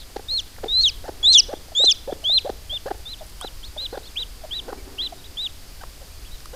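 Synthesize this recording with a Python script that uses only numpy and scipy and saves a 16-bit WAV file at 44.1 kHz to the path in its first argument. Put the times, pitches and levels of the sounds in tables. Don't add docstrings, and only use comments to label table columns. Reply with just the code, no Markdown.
import sys
import numpy as np
from scipy import signal
from scipy.fft import rfft, irfft, next_fast_len
from scipy.io import wavfile
from scipy.ndimage import uniform_filter1d

SR = 44100
rng = np.random.default_rng(int(sys.argv[2]) if len(sys.argv) > 2 else 0)


def digitize_waveform(pressure):
    field = np.atleast_2d(pressure).T
    bounded = np.clip(field, -1, 1)
    quanta = np.round(bounded * 32767).astype(np.int16)
    wavfile.write(sys.argv[1], SR, quanta)


def volts_from_decibels(level):
    exponent = np.asarray(level, float) / 20
    return 10 ** exponent


N = 288855


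def rms_one(x):
    return x / np.sqrt(np.mean(x ** 2) + 1e-20)


def resonate(x, hz, width_hz):
    r = np.exp(-np.pi * width_hz / SR)
    feedback = [1, -2 * r * np.cos(2 * np.pi * hz / SR), r * r]
    return signal.lfilter([(1 - r * r) / 2, 0, (r * r - 1) / 2], feedback, x)


def resonate_twice(x, hz, width_hz):
    return resonate(resonate(x, hz, width_hz), hz, width_hz)


def slow(size, hz):
    lowpass = signal.butter(2, hz, fs=SR, output="sos")
    return rms_one(signal.sosfilt(lowpass, rng.standard_normal(size + 4000))[4000:])


def coloured(noise, spectrum):
    hz, level_db = np.transpose(spectrum)
    colour = volts_from_decibels(np.interp(np.log(np.fft.rfftfreq(N, 1 / SR) + 1), np.log(hz), level_db))
    return rms_one(irfft(rfft(noise) * colour, N))


def gate(t, start_s, length_s, edge_s):
    return np.clip(np.minimum(t - start_s, start_s + length_s - t) / edge_s, 0, 1)


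def add(out, s, sound):
    i = max(int(s * SR), 0)
    out[i:i + len(sound)] += sound[:N - i]


def rumble():
    # frequency in Hz, level in dB per Hz.
    shaking = [(8, -3.5), (18, 2.5), (40, 1), (62, -3.5), (80, -5), (100, -13), (150, -20), (260, -39.5)]
    # time in seconds, level in dB.
    grip = [
        (0, -41.5),
        (1.1, -37.5),
        (1.7, -42.5),
        (2.3, -39),
        (3.67, -40),
        (4.6, -41.5),
        (6.55, -39),
    ]
    t = np.arange(N) / SR
    lumpy = rng.standard_normal(N) * volts_from_decibels(1.0 * slow(N, 8.3))
    return volts_from_decibels(np.interp(t, *np.transpose(grip))) * coloured(lumpy, shaking)


def hiss():
    # frequency in Hz, level in dB per Hz.
    hiss_colour = [(150, -21), (276, -21), (500, -24), (965, -28), (2120, -29), (4000, -28), (4800, -23.5),
                   (5700, -29.5), (14100, -35), (15800, -49)]
    return volts_from_decibels(-47) * coloured(rng.standard_normal(N), hiss_colour)


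def murmur():
    # crest in seconds, rise in seconds, fall in seconds, level in dB.
    swells = [
        (1.15, 0.26, .8, -51),
        (2.17, 0.14, .3, -59.5),
        (4.76, 0.29, .7, -46.5),
    ]
    foot_db = -18.5
    t = np.arange(N) / SR
    swell = 0
    for crest, rise, fall, db in swells:
        away = np.where(t < crest, (crest - t) / rise, (t - crest) / fall)
        swell = swell + volts_from_decibels(db + foot_db * away ** 2)
    far = rng.standard_normal(N) * volts_from_decibels(1.2 * slow(N, 10))
    drone = resonate(resonate(far, 375, 50), 375, 150)
    drone += .8 * resonate(resonate(far, 295, 50), 295, 150)
    drone += 0.37 * resonate(resonate(far, 250, 490), 340, 1200)
    return swell * rms_one(drone)


def straw():
    # start in seconds, peak level in dB, centre in Hz.
    ticks = [(.163, -29.5, 3700), (0.167, -28, 3680), (.168, -32, 1900), (.644, -33, 1800),
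             (3.978, -33, 3800), (.167, -36, 5800), (0.642, -32, 3600), (0.565, -38, 1800),
             (2.24, -34, 4200), (2.501, -29, 3400), (2.501, -35.5, 4650), (2.98, -36, 9400),
             (3.267, -37, 9500), (3.298, -34, 10000), (3.412, -21, 8500), (3.412, -27, 1030),
             (3.412, -32, 4550), (3.65, -33, 5100), (3.65, -42, 7500), (4.729, -25.5, 970),
             (5.837, -31, 1010), (6.404, -35, 4800), (6.405, -40.5, 1490), (6.458, -33, 4740),
             (6.457, -32, 8500), (6.457, -31.5, 1230)]
    out, t = np.zeros(N), np.arange(400) / SR
    for s, peak_db, hz in ticks:
        burst = rng.standard_normal(400) * np.exp(-t / .001)
        snap = resonate_twice(burst, hz, .45 * hz)
        add(out, s, volts_from_decibels(peak_db) * snap / np.abs(snap).max())
    return out


def coop(x):
    # delay in seconds, level in dB.
    echoes = [(.021, -41), (.051, -42), (.071, -43.5), (.083, -53)]
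    # delay in seconds, level in dB.
    boards = [(.0305, -38), (.0332, -31.5), (.0365, -37), (.040, -35.5), (.0445, -36)]
    t60_s, tail_db, dull_hz = 0.56, -35, 6300
    size = next_fast_len(N + SR)
    w = 2 * np.pi * np.arange(size // 2 + 1) / size * SR
    walls = sum(volts_from_decibels(db) * np.exp(-1j * w * lag) for lag, db in echoes)
    for k, lag in enumerate(rng.uniform(0.045, 0.095, 8)):
        loop = volts_from_decibels(-60 * lag / t60_s) * np.exp(-1j * w * lag)
        walls = walls + volts_from_decibels(tail_db) * (-1) ** k * loop / (1 - loop)
    for lag in (.0013, .0029, .0047):
        step = np.exp(-1j * w * lag)
        walls = walls * (step - .6) / (1 - .6 * step)
    walls = walls + sum(volts_from_decibels(db) * np.exp(-1j * w * lag) for lag, db in boards)
    walls = walls / (.75 + .25 * (w / (2 * np.pi * dull_hz)) ** 4)
    return irfft(rfft(x, size) * walls, size)[:N]


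def cluck(length, start_hz, end_hz, level_db, overtone_db, envelope, glide, breath_db, flip=0):
    # frequency in Hz, gain in dB.
    throat = [(200, -2), (330, 11.5), (600, 5), (850, -6), (1050, -14.5), (1400, -5), (1900, -7.5),
              (2300, -32), (3000, -11.5), (3700, -17), (4500, -11)]
    chest_hz, chest_width_hz, chest_db = 795, 110, 10.5
    u = np.linspace(0, 1, int(length * SR))
    pitch = (start_hz + (end_hz - start_hz) * glide(u)) * (1 + .04 * slow(len(u), 200))
    pitch = uniform_filter1d(pitch, size=150, mode="nearest")
    phase = 2 * np.pi * (np.cumsum(pitch) / SR + rng.random())

    hz, throat_db = np.transpose(throat)
    flip_db = {1: -4, 2: 13}
    source = 0
    for k in range(1, 13):
        partial_db = np.interp(np.log(k * pitch), np.log(hz), throat_db)
        partial_db = partial_db + (k > 1) * (overtone_db - 1.5 * (k - 4.5))
        partial_db = partial_db + flip * glide(u) ** 2 * flip_db.get(k, 0)
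        source = source + volts_from_decibels(partial_db) * np.sin(k * phase)

    puffs = np.maximum(np.cos(phase), 0) ** 2 * rng.standard_normal(len(u))
    breath = sum(volts_from_decibels(db) * resonate_twice(puffs, centre_hz, width_hz) for centre_hz, width_hz, db in
                 [(600, 800, 0), (1550, 900, -11), (3800, 1200, -9), (5800, 1500, -14)])
    source = source + volts_from_decibels(breath_db) * breath
    source = np.pad(envelope(u) * source * volts_from_decibels(2.0 * slow(len(u), 120)), (0, 1500))
    voiced = source + volts_from_decibels(chest_db) * resonate(source, chest_hz, chest_width_hz)
    return volts_from_decibels(level_db) * voiced / np.sqrt(np.max(uniform_filter1d(voiced ** 2, 200)))


def mutters():
    # start in seconds, length in seconds, pitch in Hz, level in dB, overtones in dB.
    low_mutters = [(0.1, 0.0087, 480, -47, -17), (0.314, .037, 553, -48, -21),
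                   (0.656, 0.021, 468, -29, -13), (1.235, 0.0055, 460, -40.5, 5),
                   (1.275, 0.01, 384, -38, 0), (1.684, 0.0049, 590, -42, -25),
                   (1.717, 0.017, 674, -38.5, -15), (2.23, 0.025, 682, -41.5, -22),
                   (2.295, 0.011, 673, -34, -25), (2.324, 0.072, 574, -46, -22),
                   (2.724, 0.024, 630, -39, -8), (3.207, 0.027, 660, -36, -18), (3.413, 0.049, 750, -39, 7),
                   (3.762, 0.022, 630, -35, -19), (3.796, 0.083, 562, -47.5, 4),
                   (4.193, 0.036, 517, -44.5, 3), (4.416, 0.0074, 720, -48, -5),
                   (4.435, 0.025, 657, -34, -22), (5.122, 0.018, 730, -33, -14),
                   (6.006, 0.04, 566, -44, -21)]
    out = np.zeros(N)
    opening = lambda u: np.sin(np.pi * u ** 0.65)
    for s, length, hz, *voice in low_mutters:
        add(out, s, cluck(length, hz, 0.871 * hz, *voice, opening, lambda u: u, breath_db=14))
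    return out


def warble():
    # time in seconds, pitch in Hz, level in dB, overtones in dB.
    path = [
        (5.808, 770, -30, 12),
        (5.812, 760, -16, 12),
        (5.819, 770, -15, 12),
        (5.824, 940, -2, -14),
        (5.831, 950, -2, -14),
        (5.835, 760, -9, 6),
        (5.839, 520, -7, 6),
        (5.843, 420, -30, 2),
    ]
    s, hz, db, overtone_db = np.transpose(path)
    length = s[-1] - s[0]
    along = lambda column: lambda u: np.interp(u, (s - s[0]) / length, column)
    out, u = np.zeros(N), np.linspace(0, 1, int(length * SR))
    add(out, s[0], cluck(length, 0, 1, -38.5, along(overtone_db)(u), along(volts_from_decibels(db)), along(hz), breath_db=0))
    return out


def coos():
    # start in seconds, length in seconds, end pitch in Hz, level in dB, overtones in dB.
    rising_coos = [
        (0.583, 0.0096, 770, -39.5, 6),
        (1.485, 0.048, 933, -30, -9.5),
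        (1.796, 0.03, 888, -27.5, -16),
        (2.0755, 0.039, 850, -25, -20),
        (2.448, 0.038, 872, -25.5, -18),
    ]
    # start in seconds, length in seconds, end pitch in Hz, level in dB, overtones in dB.
    deep_coos = [
        (2.858, 0.036, 898, -26, -5),
        (3.927, 0.037, 840, -29.5, -5),
        (4.679, 0.0327, 796, -30, -4),
        (6.531, .03, 851, -36, -2),
    ]
    # start in seconds, length in seconds, end pitch in Hz, level in dB, overtones in dB.
    long_coo = [
        (1.041, 0.042, 884, -34.5, -2),
    ]
    coo_glide = [(0, 0.012), (.2, .34), (.66, .47), (.8, .9), (1, 0.86)]
    out = np.zeros(N)
    stepped = lambda u: np.interp(u, *np.transpose(coo_glide))
    held = lambda u: np.sin(np.pi * u ** 0.63) ** 0.81
    for s, length, hz, *voice in rising_coos:
        add(out, s, cluck(length, 350, hz, *voice, held, stepped, breath_db=6, flip=.6))
    for s, length, hz, *voice in deep_coos:
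        add(out, s, cluck(length, 310, hz, *voice, held, stepped, breath_db=8, flip=1))

    sustained = lambda u: np.minimum(u / 0.03, 1) * (0.62 + 0.2 * np.exp(-u / 0.12))
    levelling = lambda u: np.minimum(u / 0.49, 1) ** 1.52
    for s, length, hz, *voice in long_coo:
        add(out, s, cluck(length, 500, hz, *voice, sustained, levelling, breath_db=-2))
    return out


def pops():
    # start in seconds, length in seconds, start pitch in Hz, level in dB, overtones in dB.
    falling_pops = [(0.159, 0.012, 686, -23.5, -3.5), (0.191, 0.0094, 670, -33, -2.5),
                    (0.631, 0.018, 730, -24, -3.5), (1.076, 0.025, 921, -26, -2.5),
                    (1.525, 0.02, 921, -24, -6), (1.835, 0.013, 785, -22.5, -7),
                    (2.12, 0.012, 765, -21.5, -9), (2.492, 0.012, 750, -21.5, -6),
                    (2.903, 0.0193, 570, -20, 1.5), (3.441, 0.011, 765, -27, 1),
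                    (3.97, 0.013, 680, -26.5, -1.5), (4.722, 0.013, 512, -27.5, -0.5)]
    out = np.zeros(N)
    swelling = lambda u: np.sin(np.pi * u ** 1.05) ** 1.07
    falling = lambda u: np.minimum(u / 0.852, 1) ** 0.863
    for s, length, hz, *voice in falling_pops:
        add(out, s, cluck(length, hz, 432.4 - 0.183 * hz, *voice, swelling, falling, breath_db=5))
    return out


def hen():
    return mutters() + warble() + coos() + pops()


def peep(rows, round_s, halo_db, top_db=-24.0):
    # start in seconds, length in seconds, rasp in dB, drop of the whistle in dB.
    catches = [(0.325, 0.0051, -48, -1), (0.336, 0.0065, -43, 1.5), (0.38, 0.022, -45, -6.5),
               (0.7935, 0.003, -46, 0), (0.812, 0.024, -38, -5), (0.851, 0.008, -44, -1),
               (1.323, 0.0069, -32, -1.5), (1.3268, 0.002, -36, -16), (1.3298, 0.0059, -20, -7),
               (1.334, 0.005, -31, -14), (1.336, 0.014, -20.5, -4.5), (1.825, 0.0045, -48, -2),
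               (1.84, 0.0018, -42, 0), (1.8435, 0.011, -29, -1), (1.8515, 0.0022, -31, -8),
               (1.854, 0.0027, -26.5, -5), (1.856, 0.0038, -28, -7), (1.874, 0.0015, -36, -1.5),
               (1.8305, .008, -60, 1.5), (1.892, .005, -60, 0), (1.899, 0.0057, -32, 1.5)]
    # start in seconds, length
    # in seconds, level in dB.
    slap_times = [
        (.8095, .003, -34),
        (.8355, .003, -35),
        (.851, 0.0065, -37),
        (1.229, .002, -41),
        (1.3205, .003, -34),
        (1.8585, .002, -31),
        (1.872, .002, -40),
    ]
    s, *columns = np.transpose(rows)
    t = np.arange(s[0], s[-1], 1 / SR)
    pitch, whistle_db, octave_db = [np.interp(t, s, c) for c in columns]
    pitch = uniform_filter1d(pitch, max(int(round_s * SR), 1), mode="nearest")
    rasp = np.zeros(len(t))
    for at, length, rasp_db, drop_db in catches:
        caught = gate(t, at, length, .0008)
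        whistle_db = whistle_db + drop_db * caught
        rasp = rasp + volts_from_decibels(rasp_db) * caught
    strain = np.clip(rasp / volts_from_decibels(whistle_db + 5), 0, 1) ** 0.67

    phase = 2 * np.pi * np.cumsum(pitch * (1 + (.002 + .02 * strain) * slow(len(t), 300))) / SR
    tone = volts_from_decibels(whistle_db + (.25 + 2.5 * strain) * slow(len(t), 400)) * np.sin(phase)
    octave_shake_db = (.5 + 4.5 * strain) * slow(len(t), 200)
    tone += volts_from_decibels(octave_db + octave_shake_db - 17 * strain) * np.sin(2 * phase + 1)
    twelfth_db = whistle_db + .55 * (octave_db - whistle_db) + top_db
    twelfth_db -= 0.004 * np.maximum(3 * pitch - 10300, 0)
    rising = np.arange(len(t)) < np.argmax(pitch)
    twelfth_db -= 15 * rising + 25 * strain
    tone += volts_from_decibels(twelfth_db) * np.sin(3 * phase)
    tone += volts_from_decibels(2 * octave_db - 35) * np.sin(4 * phase)

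    half = (.7 + .55 * slow(len(t), 400)) * np.sin(1.47 * phase)
    harsh = .4 * slow(len(t), 1700) * np.sin(1.45 * phase)
    harsh += .5 * slow(len(t), 1300) * np.sin(1.1 * phase)
    rasp_band = signal.butter(4, [3200, 8800], "band", fs=SR, output="sos")
    crack = signal.sosfilt(rasp_band, rasp * (half + harsh))
    slaps = sum(volts_from_decibels(db) * gate(t, at, length, .0006) for at, length, db in slap_times)
    crack += slaps * slow(len(t), 1300) * np.sin(1.1 * phase)

    halo = volts_from_decibels(whistle_db + halo_db) * slow(len(t), 550) * np.sin(.85 * phase)
    halo *= (pitch / pitch.max()) ** 12
    fade = np.clip(np.minimum(t - s[0], s[-1] - t) / 0.0016, 0, 1)
    return np.sqrt(2) * fade * (tone + crack + halo)


def arch(u, top_at, start, end):
    climb = np.sin(np.pi / 2 * np.minimum(u / top_at, 1) ** 1.026)
    late = np.clip((u - top_at) / (1 - top_at), 0, 1)
    sag = 0.3
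    return start + (1 - start) * climb - (1 - end) * (sag * late + (1 - sag) * late ** 3.1)


def chirp(s, length, start_hz, top_hz, level_db):
    u = np.linspace(0, 1, 30)
    db = level_db - (2 * u - 1) ** 2
    return np.transpose([s + u * length, top_hz * arch(u, 0.58, start_hz / top_hz, .87), db, db - 31])


def far_chicks():
    # start in seconds, length in seconds, start pitch in Hz, top pitch in Hz, level in dB.
    chirps = [(1.549, 0.034, 3220, 3650, -50), (2.11, 0.027, 3190, 3590, -44),
              (3.177, 0.027, 2580, 3720, -50), (3.9, 0.044, 3600, 4250, -49),
              (3.951, .016, 3450, 3600, -50), (4.031, 0.052, 3650, 4380, -47.5),
              (4.053, 0.041, 3130, 3650, -46.5), (5.176, .035, 3500, 3900, -54),
              (5.239, 0.031, 3050, 3950, -45), (6.244, 0.038, 2170, 3410, -51),
              (6.312, 0.051, 3640, 3980, -49)]
    # start in seconds, length in seconds, start pitch in Hz, top pitch in Hz, level in dB.
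    traces = [
        (4.533, 0.026, 1820, 1890, -52),
        (4.766, .04, 2300, 2340, -54),
        (5.014, .03, 1850, 2010, -51.5),
        (5.39, .03, 1750, 1850, -57),
    ]
    # time in seconds, pitch in Hz, level in dB.
    fading = [
        (0, 4220, -41),
        (.01, 4050, -48),
        (.02, 3770, -44),
        (.03, 3400, -47),
        (.045, 3270, -54),
    ]
    out = np.zeros(N)
    for row in chirps:
        far = peep(chirp(*row), round_s=.002, halo_db=-25)
        add(out, row[0], far * volts_from_decibels(1.8 * slow(len(far), 90)))
    for row in traces:
        blurred = peep(chirp(*row), round_s=.002, halo_db=-20)
        add(out, row[0], blurred * (.8 + .6 * slow(len(blurred), 120)))
    scattered = peep([(s, hz, db, -90) for s, hz, db in fading], round_s=.003, halo_db=-20)
    add(out, 0, scattered * slow(len(scattered), 250))
    return out


def calm_peeps():
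    # time in seconds, pitch in Hz, whistle level in dB.
    calm = [
        [(2.695, 3140, -38), (2.705, 3210, -29.5), (2.745, 3620, -27.5), (2.761, 3570, -27.5),
         (2.771, 3350, -27), (2.777, 2840, -32.5), (2.781, 2850, -58)],
        [(3.775, 3300, -39), (3.783, 3600, -29), (3.797, 3772, -29.5), (3.823, 4140, -31.5), (3.831, 4100, -30),
         (3.853, 3947, -30.5), (3.861, 3590, -25.5), (3.867, 2930, -31.5), (3.871, 2820, -49)],
        [(4.156, 2320, -44), (4.16, 2330, -38), (4.168, 2970, -30.5), (4.174, 3210, -23), (4.194, 3804, -28.5),
         (4.206, 3970, -29), (4.216, 3920, -29.5), (4.228, 3520, -26), (4.238, 2790, -33)],
        [(4.508, 2920, -38), (4.516, 3170, -30.5), (4.536, 3517, -26.5), (4.55, 3910, -32.5),
         (4.568, 3950, -27.5), (4.586, 3848, -32), (4.594, 3557, -26.5), (4.604, 2870, -34.5)],
        [(4.979, 2460, -47), (4.988, 3005, -28.5), (4.996, 3224, -25.5), (5.01, 3340, -24.5),
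         (5.026, 4000, -27.5), (5.05, 4054, -27.5), (5.062, 3930, -28), (5.07, 3488, -27), (5.08, 2750, -40)],
        [(5.37, 3100, -32.5), (5.38, 3430, -29), (5.398, 3616, -26.5), (5.426, 3980, -29), (5.446, 3860, -26.5),
         (5.458, 3710, -26.5), (5.466, 3363, -24), (5.472, 2960, -30), (5.479, 2330, -49)],
    ]
    # time in seconds, pitch in Hz, whistle level in dB.
    weak = [
        [(3.052, 3400, -54), (3.06, 3560, -34.5), (3.076, 3610, -34.5), (3.098, 4000, -37.5),
         (3.12, 4160, -36.5), (3.132, 3906, -33), (3.14, 3380, -34), (3.149, 2880, -43)],
        [(3.404, 3030, -45), (3.42, 3265, -36), (3.438, 3890, -39.5), (3.456, 4070, -40), (3.466, 3960, -38),
         (3.476, 3633, -34), (3.486, 2860, -41), (3.49, 2891, -63)],
        [(3.626, 2980, -53), (3.632, 3080, -42.5), (3.644, 3490, -36.5), (3.658, 4264, -42), (3.668, 4400, -44),
         (3.676, 4215, -45), (3.684, 3667, -52), (3.693, 3730, -60)],
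    ]
    # octave change in dB, haze in dB.
    peep_colour = [(-10, -25), (-6, -15), (0, -15), (-6, -16), (-7, -15), (1, -21), (-5, -18), (-8, -20),
                   (-8, -22)]
    out = np.zeros(N)
    for rows, (octave_db, breath_db) in zip(calm + weak, peep_colour):
        voice = [(s, hz, db, db + octave_db - 31.5 - 0.004 * (hz - 4000)) for s, hz, db in rows]
        add(out, rows[0][0], peep(voice, round_s=.005, halo_db=breath_db))
    return out


ONSET_S, ONSET_HZ, ONSET_DB = 0.0059, -220, -40


def strained(rows, rising_db, falling_db):
    # time in seconds, jump in Hz, octave gain in dB.
    breaks = [(0.793, -90, 0.3), (.8105, -110, 0.5), (0.836, -370, -4.5), (0.857, -180, 5.5),
              (1.349, -220, -0.5), (1.365, 3, -9.5), (1.37, 0, 10), (1.376, -200, 0.5), (1.386, 301.5, 10),
              (1.399, -9, -0.5), (1.267, -1, -10.5), (1.276, -1, 8.5), (1.828, 51, -6.5), (1.84, -1, -4),
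              (1.859, -100, 12.5), (1.874, -250, -4), (1.898, 348, 12.5)]
    # pitch in Hz, level in dB.
    windpipe = [(2250, 16), (2750, 1), (3050, -7.5), (3300, -24.5), (3520, -23), (3750, -32), (4000, -25),
                (4250, -27)]
    onset = np.add(rows[0], (-ONSET_S, ONSET_HZ, ONSET_DB))
    close = np.add(rows[-1], (0.005, -280, -13))
    s, hz, db = np.transpose([onset, *rows, close])
    step_s = .0005
    t = np.arange(s[0], s[-1], step_s)
    pitch, whistle_db = np.interp(t, s, hz), np.interp(t, s, db)
    turn_s = 0.0066
    pitch = uniform_filter1d(pitch, max(int(turn_s / step_s), 1), mode="nearest")
    flips = [(np.clip((t - at) / .002 + .5, 0, 1), jump, gain_db)
             for at, jump, gain_db in breaks if at > s[0]]
    pitch += sum(flip * jump for flip, jump, gain_db in flips)
    press_db = np.where(np.arange(len(t)) < np.argmax(pitch), rising_db, falling_db)
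    octave_db = whistle_db + np.interp(pitch, *np.transpose(windpipe))
    octave_db += uniform_filter1d(1. * press_db, size=20)
    octave_db += sum(flip * gain_db for flip, jump, gain_db in flips)
    return np.transpose([t, pitch, whistle_db, np.minimum(octave_db, -9.5)])


def strained_peeps():
    # time in seconds, pitch in Hz, whistle level in dB.
    whole = [
        [(.286, 3640, -30.5), (.314, 4154, -24), (.351, 4310, -23), (.371, 4200, -22.5), (.394, 3470, -15),
         (.399, 3180, -18.5), (.405, 2850, -37.5)],
        [(2.242, 2980, -31.5), (2.256, 3240, -21), (2.309, 3666, -18), (2.34, 4130, -17), (2.359, 4180, -16),
         (2.374, 3960, -14.5), (2.383, 3410, -12.5), (2.389, 2800, -26.5), (2.393, 2422, -36)],
    ]
    # time in seconds, pitch in Hz, whistle level in dB.
    cracking = [
        [(.684, 3573, -28), (.748, 3990, -18), (.793, 4160, -15.5), (.809, 4370, -15), (.822, 4510, -16),
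         (.834, 4556, -15), (.858, 4250, -13.5), (.883, 3800, -18.5), (.899, 3100, -40.5)],
        [(1.231, 3360, -24), (1.25, 3440, -14.5), (1.286, 3990, -11), (1.325, 4296, -12.5), (1.334, 4054, -6),
         (1.373, 3464, -9), (1.378, 3420, -17), (1.388, 3173, -13.5), (1.403, 2600, -34.5)],
        [(1.752, 3260, -26), (1.778, 3550, -17), (1.84, 3920, -14.5), (1.858, 4140, -14), (1.872, 4050, -13.5),
         (1.887, 3870, -10.5), (1.899, 3580, -13.5), (1.912, 3090, -16), (1.9235, 2396, -35)],
    ]
    # octave while rising in dB, octave while falling in dB, twelfth in dB.
    pressed = [(-2, 1, -27), (-9, -10, -24), (-11, -0.5, -27), (2.5, 6.5, -22.5), (10, -1.5, -24.5)]
    out = np.zeros(N)
    for rows, (*press, twelfth_db) in zip(whole + cracking, pressed):
        voice = strained(rows, *press)
        add(out, rows[0][0] - ONSET_S, peep(voice, round_s=0.0011, halo_db=-69, top_db=twelfth_db))
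    return out


def scene():
    background = rumble() + murmur() + hiss()
    clucks = hen()
    peeps = far_chicks() + calm_peeps() + strained_peeps()
    echoes = coop(peeps + volts_from_decibels(5.5) * clucks)
    return (background + straw() + echoes + clucks + peeps)[None]


def roll_off(x):
    return signal.sosfilt(signal.butter(12, 16400, fs=SR, output="sos"), x)


def record(dry):
    top_cut = signal.cheby2(14, 70, 16350, fs=SR, output="sos")
    mix = signal.sosfilt(top_cut, dry) - .0039
    return roll_off(mix)


dry = scene()
out = record(dry)
digitize_waveform(out)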